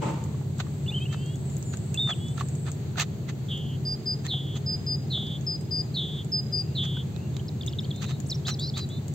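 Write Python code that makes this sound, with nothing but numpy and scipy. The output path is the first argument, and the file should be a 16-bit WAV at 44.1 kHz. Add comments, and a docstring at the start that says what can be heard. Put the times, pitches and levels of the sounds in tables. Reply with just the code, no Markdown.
"""First a dull bang dies away far off in a yard, over a distant engine's drone, rumble and open air.
A thin hiss swells for almost three seconds, then cuts out. Noise makes these beds, sines the engine's orders.
A songbird close by twitters, alternates pairs of whistles with a falling buzz, then twitters again, all
as gliding sines; others answer faintly. In front a cat crunches dry kibble from a plastic bowl: bursts
of coloured noise for the bites, with small ticks of teeth and pellets and soft knocks between them."""
import sys
import numpy as np
from scipy import signal
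from scipy.fft import rfft, irfft, next_fast_len
from scipy.io import wavfile
from scipy.ndimage import map_coordinates

SR = 44100
rng = np.random.default_rng(int(sys.argv[2]) if len(sys.argv) > 2 else 0)


def generate_wav(signal):
    """Clip the signal to [-1, 1] and save it as 16-bit WAV at the path in sys.argv[1]."""
    frames = np.transpose(np.atleast_2d(signal))
    scaled = np.clip(frames, -1, 1) * 32767
    pcm = np.round(scaled).astype(np.int16)
    wavfile.write(sys.argv[1], SR, pcm)


N = 403074  # samples in the scene


def amp(db):
    """Decibels to gain."""
    return 10 ** (np.asarray(db) / 20)


def unit(x):
    """Scale to rms 1."""
    return x / np.sqrt(np.mean(x ** 2) + 1e-20)


def along(points, hz):
    """Read (frequency [Hz], value) points on a log frequency axis."""
    f, v = np.transpose(points)
    return np.interp(np.log(hz + 1), np.log(f + 1), v)


def curves(rows):
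    """One value per sample for each column after the time."""
    s, *columns = np.transpose(rows)
    return [np.interp(np.arange(N) / SR, s, column) for column in columns]


def clock(length):
    """Sample times [s] of a sound that lasts length seconds."""
    return np.arange(int(length * SR)) / SR


def wobble(rate, size=N):
    """A smooth random curve with rate knots a second."""
    knots = rng.standard_normal(int(size * rate / SR) + 4)
    return map_coordinates(knots, [np.arange(size) * rate / SR])


def filtered(x, response):
    """Apply a response given as a function of frequency."""
    size = x.shape[-1]
    padded = next_fast_len(size + 4096)
    spectrum = rfft(x, padded) * response(np.fft.rfftfreq(padded, 1 / SR))
    return irfft(spectrum, padded)[..., :size]


def add(out, s, x):
    """Mix x into out from time s."""
    start = max(round(s * SR), 0)
    part = out[..., start:start + x.shape[-1]]
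    part += x[..., :part.shape[-1]]


def rush(spectrum, alike, size=N):
    """Stereo noise of rms 1 with a given colour and left-right likeness."""
    def mid_and_side(hz):
        turn = np.arccos(np.clip(along(alike, hz), -1, 1)) / 2
        return amp(along(spectrum, hz)) * [np.cos(turn), np.sin(turn)]

    mid, side = filtered(rng.standard_normal((2, size)), mid_and_side)
    return unit(np.array([mid + side, mid - side]))


def tone(hz):
    """A sine of rms 1 that follows a pitch curve."""
    return np.sqrt(2) * np.sin(2 * np.pi * np.cumsum(hz) / SR)


def gate(t, rise, fall):
    """Smooth opening and closing of a note, in seconds."""
    nearest_end = np.minimum(t / rise, (t[-1] - t) / fall)
    return np.sin(np.pi / 2 * np.clip(nearest_end, 0, 1)) ** 2


def outdoors(x, wet_db, t60, walls):
    """Direct sound plus quickly fading reflections, about walls per second, different in each channel."""
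    t = clock(.4)
    arrivals = rng.random((2, len(t))) < walls / SR
    echo = rng.standard_normal((2, len(t))) * arrivals * amp(-60 * t / t60)
    echo /= np.linalg.norm(echo, axis=1, keepdims=True) + 1e-9
    return x + amp(wet_db) * signal.fftconvolve(np.atleast_2d(x), echo, axes=1)[:, :N]


# Speed of the far engine: (time [s], speed [cycles per second])
FAR_ENGINE_SPEED = [(0, 17.0), (.4, 17.1), (.65, 16.3), (1.0, 16.8), (1.5, 17.0), (1.9, 16.0), (2.3, 16.1),
                    (2.75, 17.9), (3.3, 19.15), (4.6, 19.6), (5.5, 18.9), (6.2, 18.7), (6.6, 17.1),
                    (7.1, 16.4), (7.6, 16.4), (8.2, 16.9), (8.7, 16.6), (9.14, 15.9)]
# Strength of the far engine's orders by their pitch: (frequency [Hz], level [dB])
FAR_ENGINE_ORDERS = [(65, -28.5), (84, -8), (100, -5.5), (118, -7), (136, 1.5), (153, -3.5), (170, -11),
                     (187, -21), (205, -12.5), (222, -22.5), (260, -28), (310, -31), (345, -28),
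                     (405, -21.5), (450, -33.5)]
# Colour of the low rumble: (frequency [Hz], level per hertz [dB])
RUMBLE_COLOUR = [(25, -24.5), (55, -23), (82, -7.5), (135, 0), (175, -6.5), (210, -5.5), (255, -14),
                 (390, -14), (500, -23), (800, -28), (1300, -47)]
# Colour of the open air around the yard: (frequency [Hz], level per hertz [dB])
AIR_COLOUR = [(290, -34), (500, -0.5), (900, -5), (1450, -7), (2200, -9), (2700, -10), (3000, -10),
              (4600, -8.5), (5000, -22), (5900, -20.5), (6350, -8.5), (7600, -10.5), (9800, -35),
              (12100, -32.5), (15500, -24)]
# The thin hiss as it swells and cuts out: (time [s], level [dB])
HISS_LEVEL = [(0, -65.5), (1.6, -53.5), (2.72, -51), (2.87, -83), (9.14, -96)]
# Left-right likeness of the yard's noise beds and the scuffs: (frequency [Hz], likeness [1 = same])
YARD_LIKENESS = [(30, 0.79), (70, 0.94), (140, 0.9), (280, 0.77), (550, 0.45), (1500, 0.016),
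                 (10000, 0.037)]
HUM_DB, RUMBLE_DB, AIR_DB = -35.5, -35, -52.5  # mean gains of engine, rumble and open air
HUM_SWELL_DB, HUM_SWELLS_PER_S = 0.7, 6  # the engine's sound drifts on the air
THROB_DB = 1.5  # every other cycle of the engine is stronger


def background(count):
    """A far engine's orders, from 4 to below count, follow its speed and throb over rumble, air and hiss."""
    cycle = curves(FAR_ENGINE_SPEED)[0] * (1 + 0.004 * wobble(3))
    engine = 0
    for order in range(4, count):
        order_level = along(FAR_ENGINE_ORDERS, order * cycle) + 1.66 * wobble(7)
        engine = engine + amp(order_level) * tone(order * cycle + 1.0 * wobble(10))
    throb = THROB_DB * tone(cycle / 2)
    hum = amp(HUM_DB + HUM_SWELL_DB * wobble(HUM_SWELLS_PER_S) + throb) * engine
    rumble = amp(RUMBLE_DB) * rush(RUMBLE_COLOUR, YARD_LIKENESS)
    air = amp(AIR_DB + 0.8 * wobble(8)) * rush(AIR_COLOUR, YARD_LIKENESS)
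    hiss_colour = [(5000, -52.5), (6900, -3.5), (7700, 13.0), (8600, -1), (11000, -36.0), (15000, -29.0)]
    hiss = amp(curves(HISS_LEVEL)[0]) * rush(hiss_colour, YARD_LIKENESS)
    return (hum + rumble) * amp([[.2], [-.2]]) + air + hiss


# Colour of the far bang before its ring: (frequency [Hz], level per hertz [dB])
BANG_COLOUR = [(120, -23.5), (205, 0.5), (266, -18), (315, 0.5), (360, -15.5), (504, -10.5), (680, -19),
               (894, -14.5), (1250, -19), (1660, -29), (2300, -25), (5600, -40), (7400, -32), (8500, -36.5),
               (9500, -64.5)]
BANG_RING_HZ, BANG_RING_WIDTH_HZ, BANG_RING_DB = 898, 76, 8.5  # one pitch stands out


def bang():
    """Dull noise with one emphasized pitch; an uneven decay stands for lumpy echoes among the houses."""
    level, = curves([(0, -60), (.012, -41), (.022, -28), (.075, -28), (.17, -38), (.45, -57.5), (.9, -110)])

    def ring(hz):
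        return amp(BANG_RING_DB / (1 + (2 * (hz - BANG_RING_HZ) / BANG_RING_WIDTH_HZ) ** 2))

    noise = rush(BANG_COLOUR, [(200, 1.0), (1000, 0.22)])
    return amp(level + 1.5 * wobble(120)) * unit(filtered(noise, ring))


# Faint answers from far birds:
# (time [s], length [s], start pitch [Hz], end pitch [Hz], level [dB])
FAR_ANSWERS = [(1.162, 0.14, 4800, 4300, -62), (1.45, 0.11, 8000, 6900, -52),
               (1.651, .11, 7280, 6700, -47.5), (6.57, 0.21, 2590, 2760, -64),
               (7.136, 0.15, 2540, 2850, -60), (7.647, 0.12, 2810, 2950, -58.5)]


def answers(roughness_hz):
    """Far birds: thin sines glide with a rough pitch, swell and fade."""
    out = np.zeros(N)
    for s, length, start_hz, end_hz, db in FAR_ANSWERS:
        t = clock(length)
        pitch = np.interp(t, [0, length], [start_hz, end_hz])
        pitch += roughness_hz * wobble(495, size=len(t))
        add(out, s, amp(db) * gate(t, 0.0088, 0.018) * tone(pitch))
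    return out


# Slurred notes of the near bird, one curve each: (time [s], pitch [Hz], level [dB])
SLURRED_NOTES = [
    [(.879, 3435, -36.5), (.898, 3490, -31), (.909, 3950, -49)],
    [(.902, 2360, -51), (.917, 2570, -47), (.926, 2880, -38), (.935, 2750, -43), (.947, 3140, -31),
     (.957, 3014, -36), (.970, 3150, -31.5), (.993, 3030, -35.5)],
    [(1.340, 3280, -48), (1.359, 3500, -57)],
    [(1.945, 2880, -44), (1.954, 2600, -41), (1.972, 2850, -48)],
    [(1.974, 3530, -27), (1.987, 3465, -28.5), (1.995, 3650, -24), (2.08, 3610, -30), (2.122, 3355, -29),
     (2.134, 2980, -34.5), (2.145, 2300, -57)],
    [(7.910, 3850, -37), (7.915, 3300, -32.5), (7.921, 3300, -47), (7.929, 3220, -55), (7.935, 2750, -57)],
    [(8.262, 5220, -52), (8.280, 10300, -38), (8.293, 6360, -49), (8.305, 4960, -24.5)],
    [(8.304, 5900, -42), (8.318, 4120, -27.5), (8.336, 3410, -37)],
    [(8.538, 5830, -45), (8.544, 5030, -34.5), (8.551, 3700, -43)],
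    [(8.664, 5200, -44), (8.671, 6260, -55), (8.678, 5030, -35), (8.684, 4280, -36), (8.691, 4720, -37),
     (8.695, 5340, -38), (8.703, 3680, -35)],
]


def slurs():
    """Pure notes glide from pitch to pitch."""
    out = np.zeros(N)
    for rows in SLURRED_NOTES:
        s, hz, db = np.transpose(rows)
        t = clock(max(s[-1] - s[0], .005))
        pitch = np.interp(s[0] + t, s, hz) + 18 * wobble(161, size=len(t))
        level = np.interp(s[0] + t, s, db)
        add(out, s[0], amp(level) * gate(t, 0.0011, 0.0017) * tone(pitch))
    return out


# Two-voiced wheezes of the near bird: (time [s], length [s], pitch [Hz], opening rise [Hz], drift [Hz],
# first gap between voices [Hz], last gap [Hz], trill scale [Hz], level [dB], upper voice [dB])
WHEEZE_NOTES = [(0.999, 0.052, 2640, 200, -28, 557, 607, 15, -47.5, 8.5),
                (1.088, 0.072, 2820, 298, -150, 523, 440, 15, -54.5, 7.5),
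                (1.154, 0.2, 2674, 40, 242, 317, 480, 8, -57, 7.5),
                (2.18, 0.16, 3010, 169, 84, 373, 427, 8, -58.5, 11),
                (7.927, 0.25, 3630, 40.2, 164, 430, 301, 25, -52.5, 0.5),
                (8.449, .094, 5610, 2500, -1650, 556, 2130, 150, -37.5, -4),
                (8.589, .090, 4390, 1040, -200, 755, 850, 160, -37.5, -1),
                (8.737, .118, 4630, 1290, -600, 640, 750, 160, -40.5, -3),
                (8.893, 0.1, 3750, 450, -120, 400, 430, 43, -49, 1)]
WHEEZE_RISE_SHARE = .35  # time constant of the opening rise, as a share of the note
TRILL_HZ, TRILL_SLOWING = 181, 0.55  # mean opening rate; share of it lost by the end of a note


def wheezes():
    """Both sides of the syrinx sing and beat harshly; pitch scoops up, trills and drifts as the gap shifts."""
    out = np.zeros(N)
    for (s, length, hz, rise_hz, drift_hz, first_gap_hz, last_gap_hz,
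         trill_hz, db, upper_db) in WHEEZE_NOTES:
        t = clock(length)
        progress = t / length
        arch = np.sin(np.pi * progress)
        rate = TRILL_HZ * (1 - TRILL_SLOWING * progress) * (1 + 0.13 * wobble(48, size=len(t)))
        trill = np.sqrt(arch * (1 - progress)) * tone(rate) + 0.31 * wobble(700, size=len(t))
        scoop = rise_hz * np.exp(-progress / WHEEZE_RISE_SHARE)
        pitch = hz + drift_hz * progress + trill_hz * trill - scoop + 14 * wobble(145, size=len(t))
        gap = first_gap_hz + (last_gap_hz - first_gap_hz) * progress
        gap *= 1 + 0.047 * wobble(120, size=len(t))
        # the coupled sides add a combination tone
        upper = tone(pitch + gap) + amp(-19) * tone(pitch + 2 * gap)
        voices = tone(pitch) + amp(upper_db) * np.sqrt(arch) * upper
        level = db + 2 * (arch - .7) + 1.7 * wobble(74, size=len(t))
        add(out, s, amp(level) * gate(t, 0.0035, 0.0072) * voices)
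    return out


# Chips of the near bird: (time [s], length [s], top pitch [Hz], share of the chip before the top,
# fall one chip length from the top [Hz], level [dB])
CHIP_NOTES = [(0.862, 0.021, 3030, 0.49, 656, -44.5), (1.054, .017, 2950, 0.55, 600, -39.5),
              (7.341, .010, 3750, .1, 500, -54), (7.364, 0.009, 3500, .1, 600, -46),
              (7.394, .012, 3280, 0.59, 700, -44.5), (7.481, 0.0092, 5300, 0.51, 1310, -40.5),
              (7.488, 0.0077, 4320, .1, 900, -40.5), (7.610, 0.0077, 3700, .15, 550, -34.5),
              (7.620, 0.0081, 4970, .15, 1200, -45.5), (7.632, .007, 3430, .1, 700, -38),
              (7.676, 0.013, 3900, 0.47, 1400, -32.5), (7.69, 0.01, 5400, .5, 900, -46),
              (7.726, .005, 5200, .9, 1400, -41), (7.733, 0.0061, 3530, .09, 900, -37.5),
              (7.786, .013, 3960, 0.37, 1380, -29.5), (7.802, 0.0085, 5380, .5, 900, -48),
              (7.831, 0.029, 3230, 0.48, 650, -52), (7.845, 0.0065, 4500, 0.37, 700, -40.5),
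              (7.852, 0.0054, 3460, 0.12, 900, -39), (7.906, 0.0043, 4150, .5, 900, -37),
              (8.343, 0.02, 5900, 0.49, 2000, -41)]


def chips():
    """Very short notes: the pitch arches up to a top and drops away."""
    out = np.zeros(N)
    for s, length, top_hz, top_share, drop_hz, db in CHIP_NOTES:
        t = clock(length)
        pitch = top_hz - drop_hz * np.abs(t / length - top_share) ** 1.01
        add(out, s, amp(db) * gate(t, 0.0013, 0.0037) * tone(pitch))
    return out


# Falling buzzes of the near bird:
# (time [s], length [s], top pitch [Hz], held pitch [Hz], head level [dB], tail level [dB])
BUZZ_NOTES = [(3.481, 0.3, 3460, 3250, -33.5, -47.5), (4.277, 0.32, 4200, 3430, -28.5, -44.5),
              (5.099, 0.29, 4230, 3510, -28, -39), (5.939, 0.301, 4270, 3540, -28, -40.5),
              (6.748, 0.29, 4140, 3437, -28, -39.5)]
BUZZ_HEAD_S, BUZZ_SAG_HZ_PER_S = 0.15, 452  # time to reach the tail level; sinking of the held pitch
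BUZZ_TOP_S, BUZZ_SCOOP_HZ = 0.011, 200  # the pitch scoops up to its top before it falls
RASP_DB, RASP_GAP_HZ, RASP_FADE_DB_PER_S = -8.5, 289.5, 52  # a second, higher voice roughens the head


def buzzes(flutter_hz, depth_hz):
    """An arching, falling note with fast pitch flutter; a loud, rasping head sinks to a quiet held tail."""
    out = np.zeros(N)
    for s, length, top_hz, held_hz, head_db, tail_db in BUZZ_NOTES:
        t = clock(length)
        fall = np.exp(-(np.maximum(t - BUZZ_TOP_S, 0) / 0.021) ** 1.3)
        pitch = held_hz - BUZZ_SAG_HZ_PER_S * np.maximum(t - .1, 0) + (top_hz - held_hz) * fall
        pitch -= BUZZ_SCOOP_HZ * np.maximum(1 - t / BUZZ_TOP_S, 0)
        pitch += 34 * wobble(500, size=len(t)) + 20 * wobble(35, size=len(t))
        flutter = tone(flutter_hz * (1 + 0.018 * wobble(70, size=len(t))))
        pitch += depth_hz * flutter * (1 - np.exp(-t / BUZZ_TOP_S))
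        rasp_pitch = pitch + RASP_GAP_HZ + 60 * wobble(300, size=len(t))
        rasp = amp(RASP_DB - RASP_FADE_DB_PER_S * t) * tone(rasp_pitch)
        head_shape = [head_db - 12.5, head_db - 1.0, head_db - 3.5, tail_db]
        level = np.interp(t / BUZZ_HEAD_S, [0, .25, .55, 1], head_shape)
        level = level - 1.8 * flutter + 1.1 * wobble(90, size=len(t))
        add(out, s, amp(level) * gate(t, 0.0082, 0.038) * (tone(pitch) + rasp))
    return out


# Whistles of the near bird: (time [s], length [s], level [dB], pitch [Hz], sag [Hz per s],
# fade [dB per s], left minus right [dB], depth of the closing dip [Hz])
WHISTLE_NOTES = [(3.85, 0.11, -30.5, 4858, 100, 9, -1.5, 16), (4.056, 0.1, -28.5, 4906, 500, 18, 0.5, 13),
                 (4.66, 0.11, -29, 4968, -3, 10, -1, 77), (4.864, 0.102, -28.5, 4962, -200, 13, 2, 113),
                 (5.465, 0.11, -30.5, 4980, 1499, 115, 2.5, 3), (5.708, 0.12, -28, 4886, 298, -4, 3, 15),
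                 (6.318, 0.1, -26, 4980, 1402, 50, -2, 0), (6.523, 0.11, -28.5, 4885, 900, 29, 4.5, 106)]
# Faint overtones of a whistle: (multiple of its pitch, level [dB])
WHISTLE_OVERTONES = [(1.801, -23), (2, -27.5)]
SETTLE_HZ, SETTLE_S = 170, 0.0049  # it starts sharp and settles
SWELL_DB, SWELL_S = 13.5, 0.0067  # it starts soft and swells
DIP_LEAD_S, DIP_S = 0.025, 0.0093  # the closing dip: time before the end, width
FLICK_HZ, FLICK_S = 170, 0.0082  # it ends with an upward flick


def whistles():
    """Nearly pure notes settle, sag, dip and flick up, with a slight quaver and faint overtones."""
    out = np.zeros((2, N))
    for s, length, db, hz, sag, fade_db, pan_db, dip_hz in WHISTLE_NOTES:
        t = clock(length)
        from_middle, left = t - length / 2, length - t
        flick = FLICK_HZ * np.exp(-left / FLICK_S)
        dip = dip_hz * np.exp(-((left - DIP_LEAD_S) / DIP_S) ** 2)
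        pitch = hz + SETTLE_HZ * np.exp(-t / SETTLE_S) - sag * from_middle + flick - dip
        pitch += 14 * wobble(230, size=len(t)) + 9 * wobble(44.4, size=len(t))
        level = db - fade_db * from_middle - SWELL_DB * np.exp(-t / SWELL_S) + wobble(67, size=len(t))
        voice = tone(pitch)
        for multiple, over_db in WHISTLE_OVERTONES:
            voice = voice + amp(over_db) * tone(multiple * pitch)
        pan = amp([[pan_db / 2], [-pan_db / 2]])
        add(out, s, amp(level) * gate(t, 0.0026, 0.024) * voice * pan)
    return out


# Soft knocks in the bowl: (time [s], level before attack and decay [dB], pitch [Hz])
SOFT_KNOCKS = [(.344, -41, 1110), (.412, -36.5, 820), (.666, -39, 1160), (.916, -38, 806),
               (1.989, -37, 800), (2.379, -31, 1320), (2.4088, -22, 1193), (2.956, -35.5, 1270),
               (2.998, -20.5, 2710), (2.999, -26, 1210), (4.263, -35.5, 1890), (4.337, -34.5, 760),
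               (5.175, -34.5, 775), (5.227, -38.5, 795), (6.968, -36, 1450)]
KNOCK_ATTACK_S, KNOCK_T60_S = 0.0019, 0.028  # a padded contact; its ring
KNOCK_LOW_DB, SCUFF_DB = -9, -4.5  # lower mode and dry pellet scuff, relative to the main mode


def knocks():
    """A pellet scuffs the bowl, which rings briefly in a woody mode and a weaker lower one."""
    out, t = np.zeros(N), clock(.06)
    for s, db, hz in SOFT_KNOCKS:
        pitch = hz * (1 + 0.044 * wobble(400, size=len(t)))
        scuff_colour = [(hz / 5, -30), (hz / 2, -5), (hz, 0), (hz * 2, -8), (hz * 6, -28)]
        scuff = rush(scuff_colour, YARD_LIKENESS, size=len(t))[0]
        ring = tone(pitch) + amp(KNOCK_LOW_DB) * tone(.66 * pitch) + amp(SCUFF_DB) * scuff
        attack = 1 - np.exp(-t / KNOCK_ATTACK_S)
        add(out, s, amp(db - 60 * t / KNOCK_T60_S) * attack * ring)
    return outdoors(out, wet_db=-13, t60=.09, walls=2600) * amp([[-2.2], [2.2]])


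# Sharp ticks of teeth and pellets: (time [s], onset level before the ticks' common gain [dB], pitch [Hz])
SHARP_TICKS = [(.2394, -34, 7100), (1.5673, -33.5, 7000), (1.582, -37, 15000), (1.6267, -33, 6800),
               (1.7714, -33, 6830), (1.9432, -23.5, 7280), (2.4857, -34, 7000), (2.5517, -34.5, 7040),
               (2.717, -30.5, 7020), (5.268, -40, 4500), (5.411, -41.5, 6800), (7.961, -35.5, 7000),
               (7.3672, -41.5, 6930), (7.664, -32, 6900), (7.671, -33, 7000), (8.2015, -30, 6900),
               (8.3064, -32, 6960), (8.470, -28, 6400), (8.5966, -32, 7030), (9.0817, -32.5, 7230)]
TICK_HZ = 7020  # where a chance tick rings, give or take 5 %
FAINT_TICK_DB, FAINT_SPREAD_DB = -39.5, 1  # chance ticks, before the common gain


def chewing(count):
    """The sharp ticks plus count faint ones at chance times, as rows like those of the table."""
    faint = []
    for _ in range(count):
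        s = rng.uniform(0, N / SR)
        db = FAINT_TICK_DB + FAINT_SPREAD_DB * rng.standard_normal()
        faint.append((s, db, TICK_HZ * np.exp(0.05 * rng.standard_normal())))
    return list(SHARP_TICKS) + faint


def contacts(rows, gain_db, t60, octaves, skirt_db):
    """Each small contact rings for a moment in one broad resonance of noise."""
    out, t = np.zeros((2, N)), clock(0.067)
    for s, db, hz in rows:
        shape = [(hz / 8, skirt_db - 4.5), (hz / 2 ** octaves, skirt_db), (hz, 0),
                 (hz * 2 ** octaves, skirt_db), (hz * 8, skirt_db - 18.5)]
        ring = rush(shape, [(1000, 0.88), (7000, 0.11)], size=len(t))
        add(out, s, amp(db + gain_db - 60 * t / t60) * ring)
    return outdoors(out, wet_db=-6, t60=0.1, walls=1500)


# Resonances of the plastic bowl: (frequency [Hz], width [Hz], lift [dB])
BOWL_RESONANCES = [(717, 230, 12), (1257, 200, 8.5), (1776, 86, 10), (2014, 170, 6.5), (2600, 210, 5.5),
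                   (4030, 1000, 1.5), (6350, 400, 5.5), (7340, 120, 14.5)]


def bowl(hz):
    """Gain of the bowl's resonances, each a bell-shaped lift in decibels."""
    return amp(sum(db / (1 + (2 * (hz - centre) / width) ** 2) for centre, width, db in BOWL_RESONANCES))


# Colour of breaking kibble before the bowl: (frequency [Hz], level per hertz [dB])
KIBBLE_COLOUR = [(250, -37), (500, -14.5), (800, -10.5), (1300, -6.5), (2200, -10.5), (3800, -3),
                 (4600, -8.5), (5300, -18), (6500, -7.5), (7500, -16), (8600, -20.5), (9800, -23),
                 (12300, -27.5), (15500, -26)]
BODY_OCTAVES = 0.22  # width of the lift around one pitch


def kibble(size, tilt_db, body_hz, body_db):
    """Breaking kibble in the bowl, lifted at one pitch and tilted, as stereo noise of rms 1."""
    grit = rush(KIBBLE_COLOUR, [(800, 0.7), (4000, 0.15), (9000, 0.21)], size=size)

    def response(hz):
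        body = body_db * np.exp(-(np.log2((hz + 1) / body_hz) / BODY_OCTAVES) ** 2)
        tilt = tilt_db * np.log2(np.clip(hz, 700, 8000) / 3000)
        return bowl(hz) * amp(body + tilt)

    return unit(filtered(grit, response))


# The cat's bites: (time [s], length [s], level before balance [dB], treble tilt [dB per octave],
# pitch of the mouth's hollow [Hz], its lift [dB])
CAT_BITES = [(0.6, 0.0087, -34.5, 0, 1460, 7), (1.129, 0.013, -40, 0, 1350, 1),
             (1.738, .003, -39, 1.5, 1520, 12), (2.093, 0.018, -33, -2.5, 1510, 6),
             (2.378, 0.0026, -41.5, 2, 1330, 4), (2.397, .018, -39, 0, 1750, 2.5),
             (2.667, 0.026, -41.5, -2, 1400, 4), (2.981, 0.016, -30.5, -1.5, 1710, 3.5),
             (2.998, 0.028, -27, 2, 2160, 3.5), (3.29, 0.013, -39.5, 0.5, 2050, 7),
             (4.253, 0.016, -40, 1.5, 1880, 6), (4.560, 0.015, -42, 2, 1380, 1),
             (6.839, .018, -43.5, 1.5, 2200, 3), (8.024, .006, -35, 2, 1350, 5.5),
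             (8.042, .009, -39, 1, 2600, 6), (8.09, 0.027, -41, 1.5, 1400, 3),
             (8.484, 0.017, -31, 2.5, 1500, 6), (8.775, .019, -36, 1.5, 2150, 1)]
# Sharp cracks as a pellet splits: (time [s], onset level before balance [dB],
# treble tilt [dB per octave], pitch of the split [Hz])
PELLET_CRACKS = [(0.6008, -28, 1, 1380), (0.603, -24.5, -3.5, 4100), (1.145, -30, -5, 1360),
                 (1.738, -34, -4.5, 1450), (2.075, -30.5, -4.5, 2700), (2.1059, -27, -4.5, 1800),
                 (2.4092, -38.5, 0, 1800), (2.683, -35.5, -3.5, 1400), (2.972, -32.5, 1.5, 3700),
                 (2.984, -24, 0.5, 3100), (2.998, -17.5, 5, 7250), (2.9996, -21, 2.5, 1800),
                 (3.0095, -23, 3.5, 7050), (3.297, -35.5, 0.5, 6400), (4.2659, -28, 4, 1900),
                 (6.854, -40.5, 5.5, 2400), (7.163, -36, -0.5, 3740), (7.367, -32.5, 0, 3800),
                 (8.467, -35, -3, 1700), (8.4834, -23.5, 3.5, 2840), (8.492, -33, 4.5, 4200),
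                 (8.7779, -28, 13, 3700)]
BUILD_S, CRUMBLE_S = 0.018, 0.017  # a bite swells and fades by 20 dB in these times
FRACTURE_SPREAD_DB, FRACTURES_PER_S = 3, 1600  # unevenness of the micro-fractures
CRACK_T60_S, CRACK_LIFT_DB = 0.012, 6.5


def bites():
    """Micro-fractures crowd while the jaw presses, then thin out; a pellet splits with a sharp crack."""
    out = np.zeros((2, N))
    lead = .05  # s of swelling before the bite's own time
    t = clock(3 * lead) - lead
    for s, length, db, tilt_db, body_hz, body_db in CAT_BITES:
        outside = np.maximum(-t / BUILD_S, (t - length) / CRUMBLE_S)
        load = amp(-20 * np.maximum(outside, 0))
        fractures = amp(FRACTURE_SPREAD_DB * wobble(FRACTURES_PER_S, size=len(t)))
        # unevenness leaves the energy of the bite's envelope unchanged
        fractures /= np.sqrt(np.sum((fractures * load) ** 2) / np.sum(load ** 2))
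        add(out, s - lead, amp(db) * load * fractures * kibble(len(t), tilt_db, body_hz, body_db))
    t = clock(lead)
    for s, db, tilt_db, hz in PELLET_CRACKS:
        add(out, s, amp(db - 60 * t / CRACK_T60_S) * kibble(len(t), tilt_db, hz, CRACK_LIFT_DB))
    return outdoors(out, wet_db=-15.5, t60=0.08, walls=8600) * amp([[-1.7], [1.7]])


def scene():
    """The yard from far to near: distant sounds, the birds, then the cat at its bowl."""
    far = background(count=25) + bang()
    song = answers(roughness_hz=110) + slurs() + wheezes() + chips()
    song = song + buzzes(flutter_hz=216, depth_hz=158) + whistles()
    lag = 2e-5  # s between channels; the birds sit a little to one side
    song = filtered(song, lambda hz: np.exp(1j * np.pi * hz * lag * np.array([[1], [-1]])))
    birds = outdoors(song, wet_db=-17, t60=.48, walls=900)
    ticks = contacts(chewing(count=12), gain_db=-1.0, t60=0.017, octaves=0.32, skirt_db=-20.5)
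    return far + birds + knocks() + ticks + bites()


# Treble dip of the microphone: (frequency [Hz], level [dB])
MICROPHONE_RESPONSE = [(8450, -1), (9100, -22), (11300, -12), (11700, -2)]
TOP_HZ = 15800  # nothing passes above this


def record(dry):
    """The microphone has a dip in the treble and a steep band limit."""
    return filtered(dry, lambda hz: amp(along(MICROPHONE_RESPONSE, hz)) * (hz < TOP_HZ))


dry = scene()
out = record(dry)
generate_wav(out)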